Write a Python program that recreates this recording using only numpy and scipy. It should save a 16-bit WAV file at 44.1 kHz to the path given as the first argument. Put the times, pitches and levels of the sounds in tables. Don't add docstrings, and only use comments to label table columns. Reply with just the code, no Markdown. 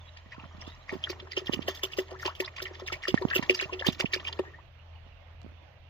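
import sys
import numpy as np
from scipy import signal
from scipy.fft import rfft, irfft
from scipy.io import wavfile
from scipy.ndimage import uniform_filter1d, map_coordinates

SR = 44100
rng = np.random.default_rng(int(sys.argv[2]) if len(sys.argv) > 2 else 0)


def master(y):
    cut = np.clip(np.atleast_2d(y).T, -1, 1)
    pcm = np.round(cut * 32767)
    wavfile.write(sys.argv[1], SR, pcm.astype(np.int16))


N = 259749
T = np.arange(N) / SR
HZ = np.fft.rfftfreq(N, 1 / SR)

# start in seconds, level in dB, ring time in seconds.
LUMPS = [(0.928, -30.5, 0.082), (1.098, -29, 0.041), (1.225, -44, 0.065), (1.373, -25.5, 0.049),
         (1.416, -40.5, 0.1), (1.533, -32, 0.052), (1.682, -31, 0.086), (1.835, -32, 0.092),
         (1.985, -22, 0.1), (2.117, -41, 0.18), (2.256, -23, 0.04), (2.401, -28, 0.11), (2.619, -41, 0.17),
         (2.71, -41, 0.054), (2.82, -37.5, 0.1), (2.922, -36, 0.065), (3.083, -28, 0.1),
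         (3.214, -30.5, 0.15), (3.359, -23, 0.074), (3.497, -22, 0.13), (3.622, -35.5, 0.1),
         (3.724, -36.5, 0.24), (3.865, -31, 0.13), (3.999, -35.5, 0.12), (4.135, -34.5, 0.057),
         (4.162, -34, 0.071), (4.394, -21, 0.061), (4.478, -48, 0.059)]
# pitch in Hz, level in dB, share of the ring time.
BUCKET_MODES = [(373.7, 6, 1), (473, -1.5, 0.25), (690, -16, 0.48), (1844, -19.5, 0.76), (2823, -39, 0.25)]
# frequency in Hz, level in dB.
SPRAY_EQ = [(760, -35), (1300, -10), (1790, -4), (2980, -0.5), (4190, -11), (4830, -5), (6850, -17.5),
            (8720, -35), (11000, -34), (14300, -58.5), (22000, -120)]
# frequency in Hz, level in dB.
MIC_RESONANCE_EQ = [(10500, -40), (12300, 3), (13500, 7.5), (15200, 4), (15900, -45)]


def gain_of(db):
    return 10 ** (np.asarray(db) / 20)


def unit_rms(x):
    return x / np.sqrt(np.mean(x ** 2) + 1e-20)


def smooth(noise, width):
    return unit_rms(uniform_filter1d(uniform_filter1d(noise, width), width))


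def curve_at(points, hz):
    point_hz, value = np.transpose(points)
    return np.interp(np.log(hz + 1), np.log(point_hz + 1), value)


def equalise(x, eq, depth=1):
    return irfft(rfft(x) * gain_of(depth * curve_at(eq, HZ)), N)


def add(mix, start, sound):
    part = mix[round(start * SR):][:len(sound)]
    part += sound[:len(part)]


def distant_rustle():
    # frequency in Hz, level in dB.
    rustle_eq = [(15, -41), (25, -20), (53, -17.5), (86, -10), (136, -17), (150, -29), (346, -31),
                 (393, -32.5), (589, -20.5), (739, -24), (1290, -29), (2750, -32.5), (4800, -44.5),
                 (6020, -47.5), (10500, -84.5), (13600, -116), (22000, -120)]
    # frequency in Hz, correlation of left and right.
    stereo_likeness = [(60, 0.64), (180, 1), (550, 0.43), (1650, 0.073), (4970, -0.21), (15000, 0.27)]
    # frequency in Hz, left over right in dB.
    balance = [(60, -8), (130, 1.5), (290, 0.5), (640, -2.5), (1410, -3), (3100, -19), (6820, 2.5),
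               (15000, 1)]
    frames, hz = N // 256 + 5, np.fft.rfftfreq(1024, 1 / SR)
    left_re, left_im, other_re, other_im, patches = rng.standard_normal((frames, 513, 5)).T
    patches = unit_rms(uniform_filter1d(uniform_filter1d(patches, 12, 0), 10, 1))
    swell = unit_rms(uniform_filter1d(rng.standard_normal(frames), 20))
    likeness = curve_at(stereo_likeness, hz)[:, None]
    left = left_re + 1j * left_im
    right = likeness * left + np.sqrt(1 - likeness ** 2) * (other_re + 1j * other_im)
    side = gain_of(curve_at(balance, hz) / 2)[:, None]
    spectra = np.array([left * side, right / side])
    spectra *= gain_of(curve_at(rustle_eq, hz)[:, None] + 1.8 * patches + .9 * swell)
    return gain_of(-56) * unit_rms(signal.istft(spectra, nperseg=1024, noverlap=768)[1][:, :N])


def engines():
    # multiple of the shaft speed, level of the first and of the second engine in dB,
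    # time of one quiet point of the beat in seconds.
    orders = [(1, -66, -67, .24), (1.5, -80, -66, 0), (2, -53.5, -59, .32), (3, -66, -71, .2)]
    shafts_hz, waver_db = (41.685, 40.76), .8
    out = np.zeros(N)
    for order, first_db, second_db, quiet_s in orders:
        for sign, db, hz in zip((1, -1), (first_db, second_db), shafts_hz):
            waver = smooth(rng.standard_normal(N), 3000)
            phase = 2 * np.pi * order * hz * (T - quiet_s) + .15 * waver
            out += sign * gain_of(db + waver_db * waver) * np.sin(phase)
    return np.sqrt(2) * out


def bubble(db, first_hz, last_hz, rise_ms, fall_ms, rough=0.72):
    ms = np.arange(0, rise_ms + 3 * fall_ms, 1000 / SR)
    wobble, flutter = smooth(rng.standard_normal((2, 6000)), 50)[:, :len(ms)]
    hz = first_hz + (last_hz - first_hz) * np.minimum(ms / (rise_ms + fall_ms), 1.3)
    hz *= 1 + 0.07 * rough * wobble
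    attack = np.sin(np.pi / 2 * np.minimum(ms / rise_ms, 1)) ** 2
    age = np.maximum(ms - rise_ms, 0) / fall_ms
    envelope = attack * gain_of(db - 5 * age - 1.72 * age ** 2 + 5.3 * rough * flutter)
    return envelope * np.sin(2 * np.pi * np.cumsum(hz) / SR)


def bubble_swarm(per_s, lo_hz, hi_hz, spread_db, cycles, pitches=16):
    strength = gain_of(spread_db * np.minimum(rng.exponential(1, N), 4))
    births = strength * (rng.random(N) < per_s / SR)
    pitch_index = rng.integers(0, pitches, N)
    out = np.zeros(N)
    for k, hz in enumerate(np.geomspace(lo_hz, hi_hz, pitches)):
        period_ms = 1000 / hz
        ping = bubble(0, hz, hz * (1 + 0.02496 * cycles), period_ms, cycles * period_ms)
        out += signal.oaconvolve(births * (pitch_index == k), ping)[:N]
    return unit_rms(out)


def churn():
    # time in seconds, fizz level in dB, bucket air level in dB.
    levels = [(0.0, -60.5, -82), (0.29, -63, -79), (0.53, -60.5, -71), (0.71, -57, -67), (0.95, -61.5, -85),
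              (1.1, -56, -52), (1.34, -62.5, -59.5), (1.55, -54.5, -52), (1.82, -54, -63), (1.99, -56, -57),
              (2.3, -58.5, -60), (2.45, -60, -68.5), (2.83, -58, -56), (2.93, -52, -62), (3.07, -61, -64.5),
              (3.29, -48.5, -53.5), (4.06, -56, -63.5), (4.38, -55, -53.5), (4.6, -63, -60),
              (4.8, -50, -73)]
    # frequency in Hz, level in dB.
    fizz_eq = [(400, -7), (650, -2.5), (1800, -3), (4000, -9), (7000, -8.5), (9000, -44)]
    smooth_from_s = 4.7
    calm_fizz_db, calm_hiss_db = -61.5, -91.5
    times, *faders = np.transpose(levels)
    fizz_db, air_db = (np.interp(T, times, db) for db in faders)
    churning = np.clip((smooth_from_s - T) * 4, 0, 1)
    swarm = bubble_swarm(700, 585.7, 4330, spread_db=4.56, cycles=12.1)
    fizz = unit_rms(equalise(swarm + 0.8 * rng.standard_normal(N), fizz_eq))
    lowest_mode = 1 / (1 + ((HZ - BUCKET_MODES[0][0]) / 65) ** 2)
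    air = unit_rms(irfft(rfft(rng.standard_normal(N)) * lowest_mode, N))
    hiss = unit_rms(equalise(rng.standard_normal(N), MIC_RESONANCE_EQ))
    hiss_db = calm_hiss_db + 1.16 * churning * np.maximum(fizz_db - calm_fizz_db, 0)
    return churning * (fizz * gain_of(fizz_db) + air * gain_of(air_db)) + hiss * gain_of(hiss_db)


def bird():
    # start and length in seconds, first and last pitch in Hz, level in dB.
    whistles = [(.008, .025, 3560, 3500, -62), (0.038, 0.064, 3320, 3400, -68),
                (0.065, .04, 3820, 3830, -63), (0.192, 0.052, 2800, 3240, -71),
                (0.427, 0.095, 2920, 3310, -71), (0.612, .15, 2970, 3890, -62.5),
                (0.795, .04, 3650, 3980, -65), (4.796, 0.016, 2700, 2860, -64.5),
                (4.947, 0.072, 2950, 2850, -72), (5.121, 0.015, 2700, 2720, -64.5),
                (5.172, .015, 2700, 2740, -68)]
    out = np.zeros(N)
    for start, length, first_hz, last_hz, db in whistles:
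        t = np.arange(0, length, 1 / SR)
        wobble, flutter = smooth(rng.standard_normal((2, 8000)), 120)[:, :len(t)]
        hz = first_hz + (last_hz - first_hz) * np.sin(np.pi / 2 * t / length) + 23 * wobble
        tone = np.sin(2 * np.pi * np.cumsum(hz) / SR) * signal.windows.tukey(len(t), .4)
        add(out, start, np.sqrt(2) * gain_of(db + 5 * flutter) * tone)
    return out * gain_of([[-5], [4]])


def trapped_bubbles():
    # start in seconds, level in dB, first and target pitch in Hz, fall time in milliseconds.
    pockets = [(.085, -55, 2940, 3030, 7), (0.325, -39, 2010, 2020, 3.9), (0.342, -50, 910, 1050, 11),
               (0.364, -47, 1360, 1380, 5.6), (.398, -42.5, 2670, 2660, 3), (0.441, -39, 1160, 1250, 0.81),
               (0.611, -43, 5100, 5580, 8.6), (.62, -45, 2120, 1830, 6), (0.893, -30.5, 2040, 2250, 4),
               (.917, -37, 890, 890, 4.3), (1.038, -27, 3164, 3194, 7.7), (1.068, -39, 1860, 1840, 5),
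               (1.071, -35.5, 1420, 1370, 8), (1.272, -42.5, 1456, 1450, 2.6), (1.33, -30, 1960, 2030, 2.7),
               (1.373, -28.5, 3050, 2970, 1.5), (1.469, -29.5, 3080, 3130, 1.6),
               (1.48, -43.5, 1900, 1790, 16), (1.534, -28, 2980, 2970, 5), (1.678, -32, 2910, 3230, 18.6),
               (1.683, -40.5, 1640, 1840, 3.3), (1.683, -26, 690, 690, 4.5), (1.835, -31, 2520, 2740, 2),
               (1.849, -34.5, 2630, 3110, 5.5), (1.934, -29, 2790, 2720, 3), (2.12, -44, 568, 901, 18),
               (2.142, -42.5, 910, 1526, 14.6), (2.228, -29, 1580, 1440, 4), (2.255, -31, 2980, 3000, 2.5),
               (2.277, -29, 2830, 2640, 1.5), (2.278, -33, 854, 1060, 10), (2.293, -40, 1080, 1547, 14.6),
               (2.402, -25.5, 2650, 2860, 1.9), (2.422, -37, 824, 990, 11), (2.459, -34.5, 5300, 5260, 2.4),
               (2.477, -39, 2100, 2120, 3.8), (2.582, -45, 2760, 2710, 2), (2.6, -36.5, 1570, 1400, 4),
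               (2.652, -37, 2840, 3010, 6), (2.67, -38.5, 2120, 2010, 8.1), (2.876, -32, 2500, 2410, 3.1),
               (2.879, -32, 2460, 1930, 2.7), (2.899, -34, 1410, 1320, 5.1), (2.936, -37.5, 1980, 2390, 13),
               (3.036, -27.5, 2160, 2120, 2), (3.052, -30, 1630, 1900, 2.6),
               (3.072, -32.5, 1200, 1230, 2.4), (3.08, -28, 2790, 2810, 6), (3.175, -21, 1790, 1863, 3.9),
               (3.221, -35, 985, 900, 14), (3.309, -28, 1544, 1650, 20), (3.328, -27.5, 2500, 2650, 2.9),
               (3.333, -29, 1910, 2000, 5.6), (3.359, -35, 1330, 1370, 13), (3.357, -22, 2770, 2700, 0.78),
               (3.381, -32.5, 2800, 2490, 6), (3.425, -37.5, 1020, 980, 7.5), (3.428, -36.5, 2020, 1740, 8),
               (3.496, -7, 2750, 2640, 0.67), (3.546, -29.5, 4500, 5020, 5.5),
               (3.59, -32.5, 3700, 3760, 1.7), (3.59, -31.5, 1810, 1630, 3.6),
               (3.598, -23, 2570, 2700, 3.5), (3.612, -27.5, 1590, 1520, 1.1),
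               (3.624, -25.5, 2590, 2800, 3.1), (3.64, -33.5, 2540, 2780, 5.4),
               (3.693, -37.5, 1020, 1030, 6.9), (3.727, -33, 2816, 2700, 13), (3.793, -30, 3190, 3400, 5.7),
               (3.81, -39.5, 425, 1026, 32.4), (3.822, -29, 1550, 1760, 3.4),
               (3.845, -31, 1530, 1855, 10.4), (3.866, -28, 4360, 4700, 2), (3.881, -20.5, 3610, 3570, 3.8),
               (4.022, -35.5, 1160, 595, 14.8), (4.058, -27.5, 2680, 2940, 2.6),
               (4.135, -25, 3780, 3950, 4.5), (4.139, -27.5, 4890, 4640, 6.5), (4.142, -27, 1630, 1680, 5),
               (4.25, -24, 2670, 2460, 1.5), (4.291, -37, 930, 913, 6.4), (4.437, -44, 860, 916, 9),
               (4.451, -50, 1620, 1890, 28), (4.536, -53, 1804, 1926, 33), (4.586, -48, 890, 1090, 9.7)]
    out = np.zeros(N)
    for start, db, first_hz, last_hz, fall_ms in pockets:
        add(out, start, bubble(db, first_hz, last_hz, rise_ms=1.3, fall_ms=fall_ms))
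    return out


def splashes():
    # peak time in seconds, level in dB, seconds to fall 60 dB, milliseconds to rise 20 dB
    # (0.3 at the fastest), centre in Hz, relative levels of hiss and of slap in dB.
    bursts = [(0.1684, -35.5, 0.086, 5, 1780, -55, -27), (0.3236, -38, 0.12, 21, 2060, -60, -8),
              (0.398, -47, 0.24, 26, 2770, -79, 10.5), (0.612, -39.5, 0.14, 18, 3000, -43, -6),
              (0.673, -39, 0.15, 14, 3500, -36, 0.5), (0.8944, -33.5, 0.13, 21, 2030, -44, -4),
              (0.926, -38, 0.24, 16, 1670, -28, 6), (1.035, -33.5, 0.13, 17, 3400, -38, -37),
              (1.071, -49, 0.089, -7, 1850, -22, -6), (1.0985, -23.5, 0.067, 9.5, 4500, -27, -14),
              (1.1272, -35.5, 0.039, 6.0, 3070, -55, 9.5), (1.2006, -30, 0.027, 10, 3560, -73, -37),
              (1.271, -44, 0.036, 6.0, 1520, -43, 11), (1.3156, -31.5, 0.11, 10, 4400, -37, -33),
              (1.3718, -22, 0.097, 11, 3200, -34, -6), (1.459, -35.5, 0.08, 5, 3380, -28, -26),
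              (1.47, -36.5, 0.11, -3, 3040, -24, -38), (1.5338, -21.5, 0.065, 15, 3140, -25, -26),
              (1.6207, -30, 0.066, 9, 2950, -55, -27), (1.6806, -24.5, 0.13, 12.5, 1850, -22.5, -4.5),
              (1.7484, -35, 0.18, 11, 3530, -23, -20), (1.7913, -39.5, 0.03, 6.0, 1960, -21, -12),
              (1.8342, -20.5, 0.071, 6.5, 3150, -15, -7), (1.919, -32.5, 0.08, 10, 3000, -31, -18),
              (1.933, -41, 0.09, 8, 2710, -22, -4), (1.9742, -28, 0.14, 8.5, 3250, -20, -5),
              (1.9874, -20.5, 0.054, 5, 1720, -23, -15), (2.082, -41.5, 0.042, 5, 2130, -48, -15),
              (2.1086, -38.5, 0.07, 8, 1590, -30, 3), (2.1896, -38, 0.24, 6.0, 1850, -39, -22),
              (2.2174, -36.5, 0.11, 17, 1820, -15.5, -26), (2.2557, -22.5, 0.12, 13, 3050, -32.5, -3),
              (2.35, -39.5, 0.13, 3, 3200, -27, -29), (2.401, -23.5, 0.075, 7.5, 1820, -19, -25),
              (2.4455, -30, 0.098, 11, 3550, -63, -5), (2.478, -38, 0.05, 12, 2100, -37, 3),
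              (2.5604, -31.5, 0.11, 2, 3560, -36, -21), (2.583, -31, 0.13, 10.5, 2320, -50, -6),
              (2.6198, -27.5, 0.085, 4.5, 3770, -14, -9), (2.6549, -31, 0.13, 2, 2080, -47, -6),
              (2.7467, -36, 0.091, 18, 1810, -50, -15), (2.7978, -35.5, 0.075, 8.5, 3550, -37, 1),
              (2.8624, -35, 0.18, 4, 3500, -33, -30), (2.877, -24.5, 0.042, 11, 2350, -29, -30),
              (2.9226, -22.5, 0.096, 5.5, 2440, -30, -9), (3.028, -30.5, 0.068, 10, 2900, -42, -40),
              (3.0382, -30, 0.12, 1, 2100, -38, -24), (3.0814, -19, 0.093, 9.5, 2980, -31, -37),
              (3.1436, -25.5, 0.07, -7, 1720, -45, -8), (3.1767, -32.5, 0.065, 14, 1810, -47, -29),
              (3.219, -33.5, 0.034, 3, 4120, -26, -1.5), (3.2839, -38, 0.08, 5, 2900, -55, -21),
              (3.299, -23, 0.086, -3, 1760, -58, -18), (3.3573, -19, 0.068, 15.5, 2820, -12, -27),
              (3.378, -23.5, 0.07, 11, 2480, -59, -13), (3.4259, -22.5, 0.073, 4, 2130, -49, -30),
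              (3.496, -15, 0.076, 4, 2840, -31.5, -26), (3.5453, -26, 0.091, 7.5, 5460, -25.5, -15),
              (3.5763, -29.5, 0.12, 15, 5940, -49, -24.5), (3.5974, -38, 0.08, 6.0, 2560, -44, -21),
              (3.6092, -19.5, 0.11, 5.5, 1530, -34.5, -16), (3.731, -30.5, 0.07, 13, 3000, -46, -10),
              (3.793, -29, 0.08, 6.0, 3310, -54, -18), (3.8227, -44, 0.098, 4, 1690, -48, -18),
              (3.8467, -35, 0.12, 6.0, 1670, -35, -3), (3.866, -18.5, 0.067, 8.5, 3060, -17.5, -6.5),
              (3.883, -22.5, 0.091, -6, 3600, -45.5, -6), (3.924, -32, 0.072, 6.0, 3420, -21, -23),
              (3.945, -33.5, 0.041, -4, 3760, -52, -22), (4.0005, -15.5, 0.068, 9.5, 2300, -28.5, -8.5),
              (4.056, -36.5, 0.096, 6.0, 3000, -48.5, -30), (4.1355, -18, 0.1, 13, 2516, -32.5, -22),
              (4.199, -34.5, 0.089, 9, 3770, -65, -2), (4.2486, -37.5, 0.19, 14, 2510, -32, -4),
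              (4.2761, -23, 0.057, 13, 3090, -41, -14), (4.327, -29, 0.046, 8, 3380, -52, -4),
              (4.3878, -29.5, 0.051, -2, 3320, -62, 8)]
    # frequency in Hz, level in dB.
    slap_eq = [(160, -37), (600, 2.5), (1250, 3), (3100, -49)]
    tilt_from_hz, neutral_hiss_db = 3990, -37.5
    wet = 0.26 * rng.standard_normal(N) + bubble_swarm(2500, 604.6, 6710, spread_db=4.7, cycles=7.36)
    wet += .5 * bubble_swarm(4500, 6530, 12000, spread_db=6.5, cycles=3.9)
    hz, t, spectra = signal.stft(wet, SR, nperseg=256, noverlap=208)
    spectra /= np.sqrt(np.mean(abs(spectra) ** 2, 1))[:, None]
    local_power = uniform_filter1d(uniform_filter1d(abs(spectra) ** 2, 9, 0), 20, 1)
    spectra /= local_power ** .25
    clusters = rng.standard_normal(spectra.T.shape)
    clusters = unit_rms(uniform_filter1d(uniform_filter1d(clusters, 7, 0), 3, 1)).T
    treble = np.clip(np.log2((hz + 1) / tilt_from_hz), 0, 1)
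    power = np.zeros(spectra.shape)
    for peak_s, db, t60, rise_ms, centre_hz, hiss_db, slap_db in bursts:
        near = slice(*np.searchsorted(t, [peak_s - .04, peak_s + .3]))
        age = t[near] - peak_s - .002
        envelope_db = np.where(age > 0, -60 * age / t60, 20 * age * 1000 / max(rise_ms, .3))
        spray_db = curve_at(SPRAY_EQ, hz) + 8.55 * np.exp(-(np.log((hz + 1) / centre_hz) / 0.19) ** 2)
        spray_db += 0.46 * (hiss_db - neutral_hiss_db) * treble
        colour = gain_of(spray_db) ** 2 + gain_of(curve_at(MIC_RESONANCE_EQ, hz) + hiss_db) ** 2
        colour += gain_of(curve_at(slap_eq, hz) + slap_db) ** 2
        power[:, near] += colour[:, None] * gain_of(db + envelope_db) ** 2
    spectra *= np.sqrt(power) * gain_of(1.88 * clusters)
    return np.sqrt(3 / 512) * signal.istft(spectra, SR, nperseg=256, noverlap=208)[1][:N]


def wind():
    # time of the trough in seconds, level in dB, pitch in Hz.
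    puffs = [(0.264, -42.5, 202), (0.3837, -32.5, 252), (0.438, -36, 236), (0.551, -37, 189.5),
             (0.584, -37.5, 214), (0.6786, -30.5, 315), (0.9273, -24.5, 278), (0.9558, -25.5, 298),
             (0.9668, -31, 262), (1.497, -13.5, 290), (1.5439, -26.5, 259), (1.5938, -18, 290),
             (3.1446, -4.5, 258), (3.2537, -9, 258), (3.3958, -14, 266), (3.661, -31, 135),
             (3.8892, -8.5, 232), (4.0461, -13.5, 223), (5.068, -44, 220.3), (5.4481, -32.5, 199),
             (5.465, -34, 345)]
    lobes = [(-.42, 0.093, .8), (0, 0.24, -1.25), (.6, 0.23, .45), (1.4, .5, 0.1)]
    rumble_eq = [(22, -50), (110, 0), (319, 0), (414.7, -50)]  # Hz, dB
    breeze_db, gust_db, gust_decay_s = -106, -43, 0.13
    thumps, airflow = np.zeros(N), np.full(N, gain_of(breeze_db))
    for trough_s, db, hz in puffs:
        periods = np.arange(-1, 3, hz / SR)
        swing = sum(height * np.exp(-((periods - at) / width) ** 2) for at, width, height in lobes)
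        click = 1.8 * np.exp(-np.hypot(periods - lobes[0][0], .012) / .02)
        click *= gain_of(2 * db)
        add(thumps, trough_s - 1 / hz, gain_of(db) * (swing + click))
        gust = np.exp(-abs(T - trough_s) / np.where(T > trough_s, gust_decay_s, .02))
        airflow += gain_of(gust_db + 0.53 * db) * gust
    thumps = signal.sosfiltfilt(signal.butter(2, 115, "hp", fs=SR, output="sos"), thumps)
    buffeting = gain_of(7.4 * smooth(rng.standard_normal(N), 370))
    rumble = unit_rms(equalise(rng.standard_normal(N) * buffeting, rumble_eq))
    return (thumps + rumble * airflow) * gain_of([[-30], [0]])


def plops():
    rise_s, detune, heave_depth = .0023, .01, .012
    out, t = np.zeros(N), T[:SR // 3]
    attack = np.sin(np.pi / 2 * np.minimum(t / rise_s, 1)) ** 2
    for start, db, ring_s in LUMPS:
        heave, flutter = smooth(rng.standard_normal((2, len(t))), 170)
        tilt = 1 + detune * rng.standard_normal()
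        bend = tilt + heave_depth * heave + 0.11 * np.exp(-t / 0.0011)
        for hz, mode_db, ring_share in BUCKET_MODES:
            age = t / (ring_s * ring_share)
            envelope = attack * gain_of(db + mode_db - 42.8 * age - 22 * age ** 2 + 1.53 * flutter)
            add(out, start, envelope * np.sin(2 * np.pi * np.cumsum(hz * bend) / SR))
    return out


def surface_cracks():
    crack_db, t60 = -11.5, 0.0089
    out = np.zeros(N)
    for start, db, _ in LUMPS:
        add(out, start, gain_of(db + crack_db - 60 * T[:1500] / t60) * rng.standard_normal(1500))
    return equalise(out, SPRAY_EQ, depth=.5)


def pouring():
    # frequency in Hz, left over right in dB.
    balance = [(60, 8), (110, 3), (200, -0.5), (380, 0.5), (700, -2), (1290, 4.5), (2380, -3.5), (4400, -7),
               (8120, 3.5), (15000, 4)]
    # frequency in Hz, phase lead of the left port in radians.
    left_lead = [(100, -10), (450, 0.22), (1640, 1.53), (2330, 1.32), (3360, 5.5), (5080, 8), (6890, 7.5),
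                 (7700, 10), (15000, 13.5)]
    echo_db, echo_t60 = -5.5, 0.027
    water = splashes() + surface_cracks() + churn() + trapped_bubbles()
    upper_ring = 1 + sum(0.65 / (1 + 1j * (HZ - hz) / 30) for hz, _, _ in BUCKET_MODES[-2:])
    echoes = rng.standard_normal((600, 2)).T * gain_of(-60 * T[:600] / echo_t60) * (T[:600] > .001)
    wall = gain_of(echo_db) * rfft(echoes / np.linalg.norm(echoes[0]), N) * HZ / (HZ + 260)
    low_cut = (1j * HZ / 190.4) ** 2 / (1 + 1j * HZ / 222) ** 2
    direct = rfft(water) * upper_ring + rfft(plops()) * low_cut
    side = gain_of(curve_at(balance, HZ) / 2) * np.exp(.5j * curve_at(left_lead, HZ))
    left, right = irfft(direct * np.array([side, 1 / side]) * (1 + wall), N)
    wander_samples = 1.77 * smooth(rng.standard_normal(N), 910)
    return np.array([left, map_coordinates(right, [np.arange(N) + wander_samples], order=3)])


def dry_ticks():
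    # start in seconds, level in dB.
    ticks = [(5.417, -37), (5.431, -43)]
    # frequency in Hz, level in dB.
    tick_eq = [(300, -30), (900, 0), (3500, -2), (7000, -12), (9000, -32), (15000, -30)]
    out, t60 = np.zeros(N), .006
    for start, db in ticks:
        add(out, start, gain_of(db - 60 * T[:400] / t60) * rng.standard_normal(400))
    return equalise(out, tick_eq) * gain_of([[-12], [4]])


def scene():
    return pouring() + wind() + dry_ticks() + bird() + engines() + distant_rustle()


def record(dry):
    cutoff_hz = 16500
    low_pass = signal.firwin(511, cutoff_hz, window=("kaiser", 9), fs=SR)
    return signal.oaconvolve(dry, low_pass[None], "same")


dry = scene()
out = record(dry)
master(out)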